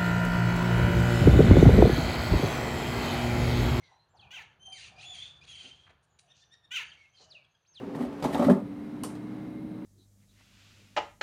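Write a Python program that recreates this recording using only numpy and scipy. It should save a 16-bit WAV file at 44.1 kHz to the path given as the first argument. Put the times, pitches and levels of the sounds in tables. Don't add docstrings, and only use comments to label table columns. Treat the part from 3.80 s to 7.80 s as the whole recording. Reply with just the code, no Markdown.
import sys
import numpy as np
from scipy import signal
from scipy.fft import rfft, irfft, next_fast_len
from scipy.io import wavfile
from scipy.ndimage import map_coordinates

SR = 44100
rng = np.random.default_rng(int(sys.argv[2]) if len(sys.argv) > 2 else 0)


def ratio(d):
    e = np.asarray(d, float) / 20
    return 10 ** e


def store_pcm(level_fs):
    pcm = np.round(np.clip(level_fs, -1, 1) * 32767).astype(np.int16)
    wavfile.write(sys.argv[1], SR, np.atleast_2d(pcm).T)


N = 176400


def unit(x):
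    return x / np.sqrt(np.mean(x ** 2) + 1e-20)


def along(points, hz):
    f, v = np.transpose(points)
    return np.interp(np.log(hz + 1), np.log(f + 1), v)


def wobble(size, rate):
    knots = rng.standard_normal(size // 40 + 9)
    return map_coordinates(knots, [np.arange(size) * min(rate, 1000) / SR])


def coloured(x, points):
    m = next_fast_len(len(x) + 2048)
    gain = ratio(along(points, np.fft.rfftfreq(m, 1 / SR)))
    return irfft(rfft(x, m) * gain, m)[:len(x)]


def add(track, s, x):
    part = track[max(round(s * SR), 0):][:len(x)]
    part += x[:len(part)]


# (time [s], level [dB])
TRAFFIC = [(0, -68), (0.249, -75.5), (.45, -64.5), (0.8, -69), (1.199, -62.5), (1.85, -66.5), (2.2, -73),
           (2.802, -76), (3.1, -67.5), (3.301, -77.5), (3.502, -69.5), (3.801, -82), (4, -76)]
# (frequency [Hz], level per Hz [dB])
RUMBLE = [(15, -73), (25, -24.5), (80, 0), (146, -1), (254, -17.5), (300, -17), (390, -17.5), (660, -120)]
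HUM = [(120, -25), (200, -16), (417, -3), (711, -0.5), (1800, -4), (2340, -53), (3960, -120)]
AIR = [(590, -53), (1000, -15), (1990, -2), (3220, 1), (10100, -18.5), (12500, -34.5)]


def background():
    def bed(points):
        below, above = (points[0][0] * .6, -60), (points[-1][0] * 1.6, -60)
        return unit(coloured(rng.standard_normal(N), [below] + list(points) + [above]))

    traffic_db = np.interp(np.arange(N) / SR, *np.transpose(TRAFFIC))
    rumble_db = traffic_db + 1.72 * wobble(N, 13)
    hum_db = -73.5 + 0.74 * (traffic_db - traffic_db.mean()) + wobble(N, 18)
    return ratio(rumble_db) * bed(RUMBLE) + ratio(hum_db) * bed(HUM) + ratio(-82.5) * bed(AIR)


# (frequency [Hz], 60 dB decay time [s])
GROVE_DECAY = [(500, 0.4), (3000, 0.41), (10000, 0.31)]


def grove(x):
    hz, t, z = signal.stft(rng.standard_normal(SR), SR, nperseg=256)
    decay = ratio(-60 * t / along(GROVE_DECAY, hz)[:, None])
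    tail = signal.istft(z * decay, SR, nperseg=256)[1]
    return signal.fftconvolve(x, tail / np.linalg.norm(tail))[:N]


def walls(x, echoes):
    return sum(ratio(db) * np.pad(x, (round(s * SR), 0))[:N] for s, db in echoes)


# (frequency [Hz], level [dB])
DISTANCE = [(9500, 0.5), (11500, -35)]


def dulled(x):
    return coloured(x, DISTANCE)


# (time [s], length [s], centre [Hz], width [octaves], level [dB])
RUSTLES = [(0.027, 0.059, 3940, 0.36, -69), (1.821, 0.077, 257, 1.36, -65), (2.063, 0.021, 1380, 0.99, -61),
           (2.09, 0.025, 860, 1.8, -61), (2.222, 0.034, 8700, 1.3, -73), (2.388, 0.0095, 4600, 1.24, -55.5),
           (2.389, 0.029, 7940, 0.75, -66.5), (2.54, 0.096, 5260, 0.47, -66.5),
           (3.394, 0.045, 576, 1.07, -64), (3.403, 0.056, 5450, 0.44, -62), (2.445, 0.17, 2920, 0.26, -74),
           (3.355, .09, 4500, 0.48, -64.5), (2.635, .012, 3440, 0.66, -68), (2.745, 0.011, 4080, 0.59, -67)]


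def rustles():
    out, t = np.zeros(N), np.arange(round(SR * .2)) / SR
    for s, length, hz, octaves, db in RUSTLES:
        grains = rng.standard_normal(len(t)) * ratio(1.5 * wobble(len(t), 230))
        edge = 2 ** octaves
        band = [(hz / edge ** 3, -50), (hz / edge, -8), (hz, 0), (hz * edge, -8), (hz * edge ** 3, -50)]
        fade_in = np.clip(t / (0.29 * length), 0, 1)
        fade_out = np.clip((length - t) / (0.1 * length), 0, 1)
        add(out, s, ratio(db) * fade_in * fade_out * unit(coloured(grains, band)))
    return out


# (frequency [Hz], level [dB])
THROAT = [(700, -21), (1300, -11.5), (2700, 3), (6500, -3.5), (16000, -21)]


def voice(pitch, tones, rough, flutter_db, rasp_db, third=0, half=0):
    n = len(pitch)
    phase = 2 * np.pi * np.cumsum(pitch * (1 + rough * wobble(n, 608.4))) / SR
    tone = np.zeros(n)
    for k, db in enumerate(tones, 1):
        audible = k * pitch < SR / 2.2
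        tone += ratio(db + flutter_db * wobble(n, 97.5)) * np.sin(k * phase) * audible
    tone = tone * (1 + 2 * third * np.cos(phase / 3) + 2 * half * np.cos(phase / 2))
    rasp = coloured(rng.standard_normal(n) * (1 + np.cos(phase)), THROAT)
    return unit(tone) + ratio(rasp_db) * unit(rasp)


def notes(rows, tones, bend, attack, release, swell_db=0, drop_s=0, drop=1, **throat):
    out, t = np.zeros(N), np.arange(round(SR * .5)) / SR
    for s, length, first, last, db in rows:
        u = np.clip(t / length, 0, 1)
        glide = first + (last - first) * u ** bend
        pitch = glide * (1 - (1 - drop) * np.clip((t - length) / (drop_s + 1e-4), 0, 1))
        shape = np.clip(t / attack, 0, 1) * np.clip((length + drop_s - t) / release, 0, 1)
        add(out, s, ratio(db + swell_db * (u - 1.5)) * shape * voice(pitch, tones, **throat))
    return out


# (time [s], length [s], first pitch [Hz], last pitch [Hz], level [dB])
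FAR_SQUEALS = [(0, 0.17, 2216, 1800, -69), (1.33, 0.2, 3386, 3510, -51), (1.33, 0.14, 3292, 3190, -54.5),
               (1.56, 0.044, 3430, 3520, -59), (1.72, 0.15, 3277, 3380, -63), (1.73, 0.24, 3169, 3097, -57),
               (1.94, 0.16, 3240, 3126, -65.5), (.68, 0.092, 3200, 3140, -81),
               (3.33, 0.059, 6350, 6200, -71.5), (3.18, 0.093, 2080, 2600, -78),
               (3.385, 0.093, 4170, 4210, -66), (3.42, 0.082, 2990, 2920, -70.5)]
TRILLS = [
    (2.27, 0.19, 6960, 6800, -82.5),
    (2.45, 0.35, 5990, 5700, -79.5),
    (3.065, 0.038, 6300, 6500, -55.5),
    (3.17, 0.068, 5950, 5650, -73),
    (3.27, 0.081, 6260, 6300, -79),
    (3.69, .16, 6520, 6020, -86.5),
]
COOS = [
    (.09, 0.13, 898, 910, -70),
    (.33, 0.25, 821, 873, -67.5),
    (.56, 0.11, 862, 817, -62.5),
    (.86, 0.12, 792, 675, -64),
    (1.11, 0.29, 805, 685, -66.5),
    (2.42, 0.13, 691, 660, -75.5),
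    (3.44, 0.19, 629, 602, -74.5),
]


def far_birds():
    squeals_far = notes(FAR_SQUEALS, [0, -20], 0.96, 0.0051, 0.062, rough=0.0251, flutter_db=5.5, rasp_db=-8)
    trills = notes(TRILLS, [0], 1, .02, .04, rough=.035, flutter_db=5, rasp_db=-16)
    coos = notes(COOS, [0], 2, 0.011, 0.051, rough=.1, flutter_db=4.5, rasp_db=-36)
    return dulled(squeals_far + trills + coos)


# (time the fall starts [s], top pitch [Hz], fall level [dB], rise and hold level [dB])
SWOOPS = [
    (0.342, 7350, -62.5, -82),
    (0.383, 6300, -61.5, -120),
    (3.485, 6680, -56, -73.5),
    (3.926, 6370, -54.5, -67),
]


def swoops():
    rise_s, hold_s, fall_s, tau_s, low_hz = .03, 0.047, 0.097, 0.039, 2247
    lead = rise_s + hold_s
    out, t = np.zeros(N), np.arange(round(SR * .3)) / SR - lead
    rise = np.clip((t + lead) / rise_s, 0, 1) ** 1.2
    fall = np.exp(-(np.clip(t, 0, 1) / tau_s) ** 1.234)
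    times = [-lead, -hold_s, .004, .03, fall_s - .03, fall_s + 0.13]
    for s, top, fall_db, hold_db in SWOOPS:
        levels = [hold_db - 13, hold_db, hold_db, fall_db, fall_db, fall_db - 36.5]
        pitch = low_hz + (top - low_hz) * rise * fall
        call = voice(pitch, [0, -24], .011, 4, -18)
        add(out, s - lead, ratio(np.interp(t, times, levels)) * (t < .17) * call)
    return out


# (time [s], pitch [Hz], level [dB])
WHISTLE = [
    (0.796, 3060, -72.5),
    (0.832, 3106, -53.5),
    (0.85, 3200, -64),
    (0.862, 3110, -48),
    (0.918, 3152, -56),
    (0.93, 3118, -43),
    (0.95, 3114, -57),
    (0.962, 3040, -66),
    (0.975, 3100, -63),
]
WHISTLE_TONES = [0, -8, -20.5]


def whistle():
    s, hz, db = np.transpose(WHISTLE)
    t = np.arange(s[0], s[-1], 1 / SR)
    out = np.zeros(N)
    call = voice(np.interp(t, s, hz), WHISTLE_TONES, .002, 1.5, -22)
    add(out, s[0], ratio(np.interp(t, s, db)) * call)
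    return out


# (time [s], length [s], first pitch [Hz], last pitch [Hz], level [dB])
CHIRPS = [
    (3.048, .035, 4200, 4900, -63),
    (3.092, .025, 4850, 4200, -64),
    (3.11, .05, 3350, 2700, -60),
    (3.165, .1, 2300, 2100, -64),
    (3.25, .016, 2750, 2500, -63),
    (3.33, .06, 3200, 3100, -69),
    (3.345, .04, 5100, 4100, -67),
    (3.37, .04, 4150, 4050, -68),
    (0, .17, 5900, 5800, -76),
    (.1, .17, 3950, 4150, -77),
]


def chirps():
    return notes(CHIRPS, [0, -18], 1, .008, .01, rough=.015, flutter_db=4, rasp_db=-12)


# (time [s], length [s], first pitch [Hz], last pitch [Hz], level [dB])
CHIPS = [
    (2.484, 0.034, 1570, 1875, -50),
    (2.59, .045, 1618, 1815, -54),
    (2.704, 0.036, 1620, 1895, -43),
    (2.822, 0.032, 1690, 1850, -53),
    (3.635, 0.015, 1600, 1700, -55),
    (3.74, 0.012, 1600, 1680, -59),
]
CHIP_TONES = [-10, 0, -8, -22, -22]


def chips():
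    return notes(CHIPS, CHIP_TONES, .6, .012, .006, 17, .008, .9, rough=.006, flutter_db=3, rasp_db=-18)


# (time [s], length [s], first pitch [Hz], last pitch [Hz], level [dB])
YELPS = [
    (.918, 0.108, 2420, 1100, -50),
    (1.345, 0.036, 2400, 1600, -50),
    (1.748, 0.032, 2400, 1600, -52),
]
RASPS = [
    (.97, 0.14, 1692, 1034, -51.5),
    (1.2, 0.074, 1278, 1385, -50.5),
    (1.375, 0.12, 1710, 1306, -63.5),
    (1.66, 0.089, 1300, 1400, -54),
    (1.78, .14, 1604, 1247, -54),
    (3.17, 0.15, 1150, 1113, -75.5),
    (3.36, .09, 2312, 2085, -82),
]
RISES = [
    (1.157, .046, 1200, 2350, -56),
    (1.18, .046, 1200, 2400, -50),
    (1.609, .047, 1200, 2400, -53),
]
YELP_TONES = [-3, 0, -7, -6]
RISE_TONES = [-5, 0, -16, -6]
# (time [s], level [dB])
YELP_ECHOES = [(.027, -5), (.05, -7), (.074, -5)]
# (frequency [Hz], level [dB])
SMALL_THROAT = [(1300, -19), (2100, -4)]


def yelps_and_rasps():
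    hoarse = dict(rough=.008, flutter_db=3, rasp_db=-9)
    yelps = notes(YELPS, YELP_TONES, 1.7, 0.006, 0.012, **hoarse)
    rasps = notes(RASPS, [0, 0, -6], 1, .02, .03, rough=.05, flutter_db=5, rasp_db=0)
    rises = notes(RISES, RISE_TONES, 3.7, 0.0057, 0.0013, 1.7, **hoarse)
    return coloured(yelps + walls(yelps, YELP_ECHOES) + rasps + rises, SMALL_THROAT)


# (time [s], length [s], first pitch [Hz], last pitch [Hz], level [dB])
SQUEALS = [
    (1.232, 0.1, 3370, 3506, -41),
    (1.665, .065, 3400, 3224, -44),
]
SQUEAL_TONES = [0, -9, -14]


def squeals():
    return notes(SQUEALS, SQUEAL_TONES, 0.83, 0.03, 0.061, swell_db=7, drop_s=.04, drop=.76,
                 rough=0.017, flutter_db=1.5, rasp_db=-14)


# (time [s], pitch [Hz], level [dB])
SQUAWK_SHAPE = [
    (0, 1411, -15),
    (.012, 1448, 1),
    (.035, 1593, 0.5),
    (0.048, 1562, 1.5),
    (0.056, 1453, 8),
    (0.076, 1239, 3.5),
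    (.1, 900, 2.5),
    (0.127, 847.6, -1.5),
    (0.142, 798, -38),
]
# (time [s], peak level [dB], time stretch [ratio], swell depth [ratio])
SQUAWKS = [
    (0.507, -45, 0.94, 0.32),
    (2.907, -37.5, .99, 1.29),
    (3.046, -72.5, 1.7, 0.17),
]
SQUAWK_TONES = [13.5, 14, -2, 0, -2.5, -35, -13]
# (frequency [Hz], level [dB])
BEAK = [(600, -25), (950, -20.5), (1500, -10), (2700, 2), (4300, -6.5), (6200, 0), (10500, -4), (15000, -1)]


def squawks():
    out, t = np.zeros(N), np.arange(round(SR * .3)) / SR
    at, hz, db = np.transpose(SQUAWK_SHAPE)
    for s, peak_db, stretch, depth in SQUAWKS:
        age = t / stretch
        pitch, level = np.interp(age, at, hz), np.interp(age, at, db)
        late = np.clip((age - 0.047) / 0.09 + .5, 0, 1)
        call = voice(pitch, SQUAWK_TONES, rough=.014, flutter_db=3, rasp_db=-15,
                     third=0.5 * (1 - late), half=0.36 * late)
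        add(out, s, ratio(peak_db + depth * level) * (t < at[-1] * stretch) * coloured(call, BEAK))
    return out


# (time [s], level [dB])
SQUAWK_ECHOES = [(.027, -9), (.165, -30)]


def scene():
    loud = squawks()
    flock = swoops() + whistle() + chirps() + squeals() + yelps_and_rasps() + chips()
    near = loud + dulled(flock + rustles())
    far = far_birds()
    echoes = dulled(walls(loud, SQUAWK_ECHOES))
    tail = dulled(grove(ratio(-6.5) * near + ratio(-2.5) * far))
    return (near + echoes + far + tail + background())[None]


# (frequency [Hz], level [dB])
MIC = [(4500, 0), (5200, -7), (6500, 0), (7900, -8), (9500, 0), (10900, -2), (12100, -40), (13300, 6)]
# (frequency [Hz], level per Hz [dB])
HISS = [(9000, -43), (11000, 14.5), (14000, 0), (15500, -1)]


def microphone(x):
    hiss = unit(coloured(rng.standard_normal(N), HISS))
    return coloured(x, MIC) + ratio(-100) * hiss


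def roll_off(x):
    return signal.sosfilt(signal.butter(12, 15660, fs=SR, output="sos"), x)


def record(dry):
    mix = microphone(dry[0])[None]
    return roll_off(mix)


dry = scene()
out = record(dry)
store_pcm(out)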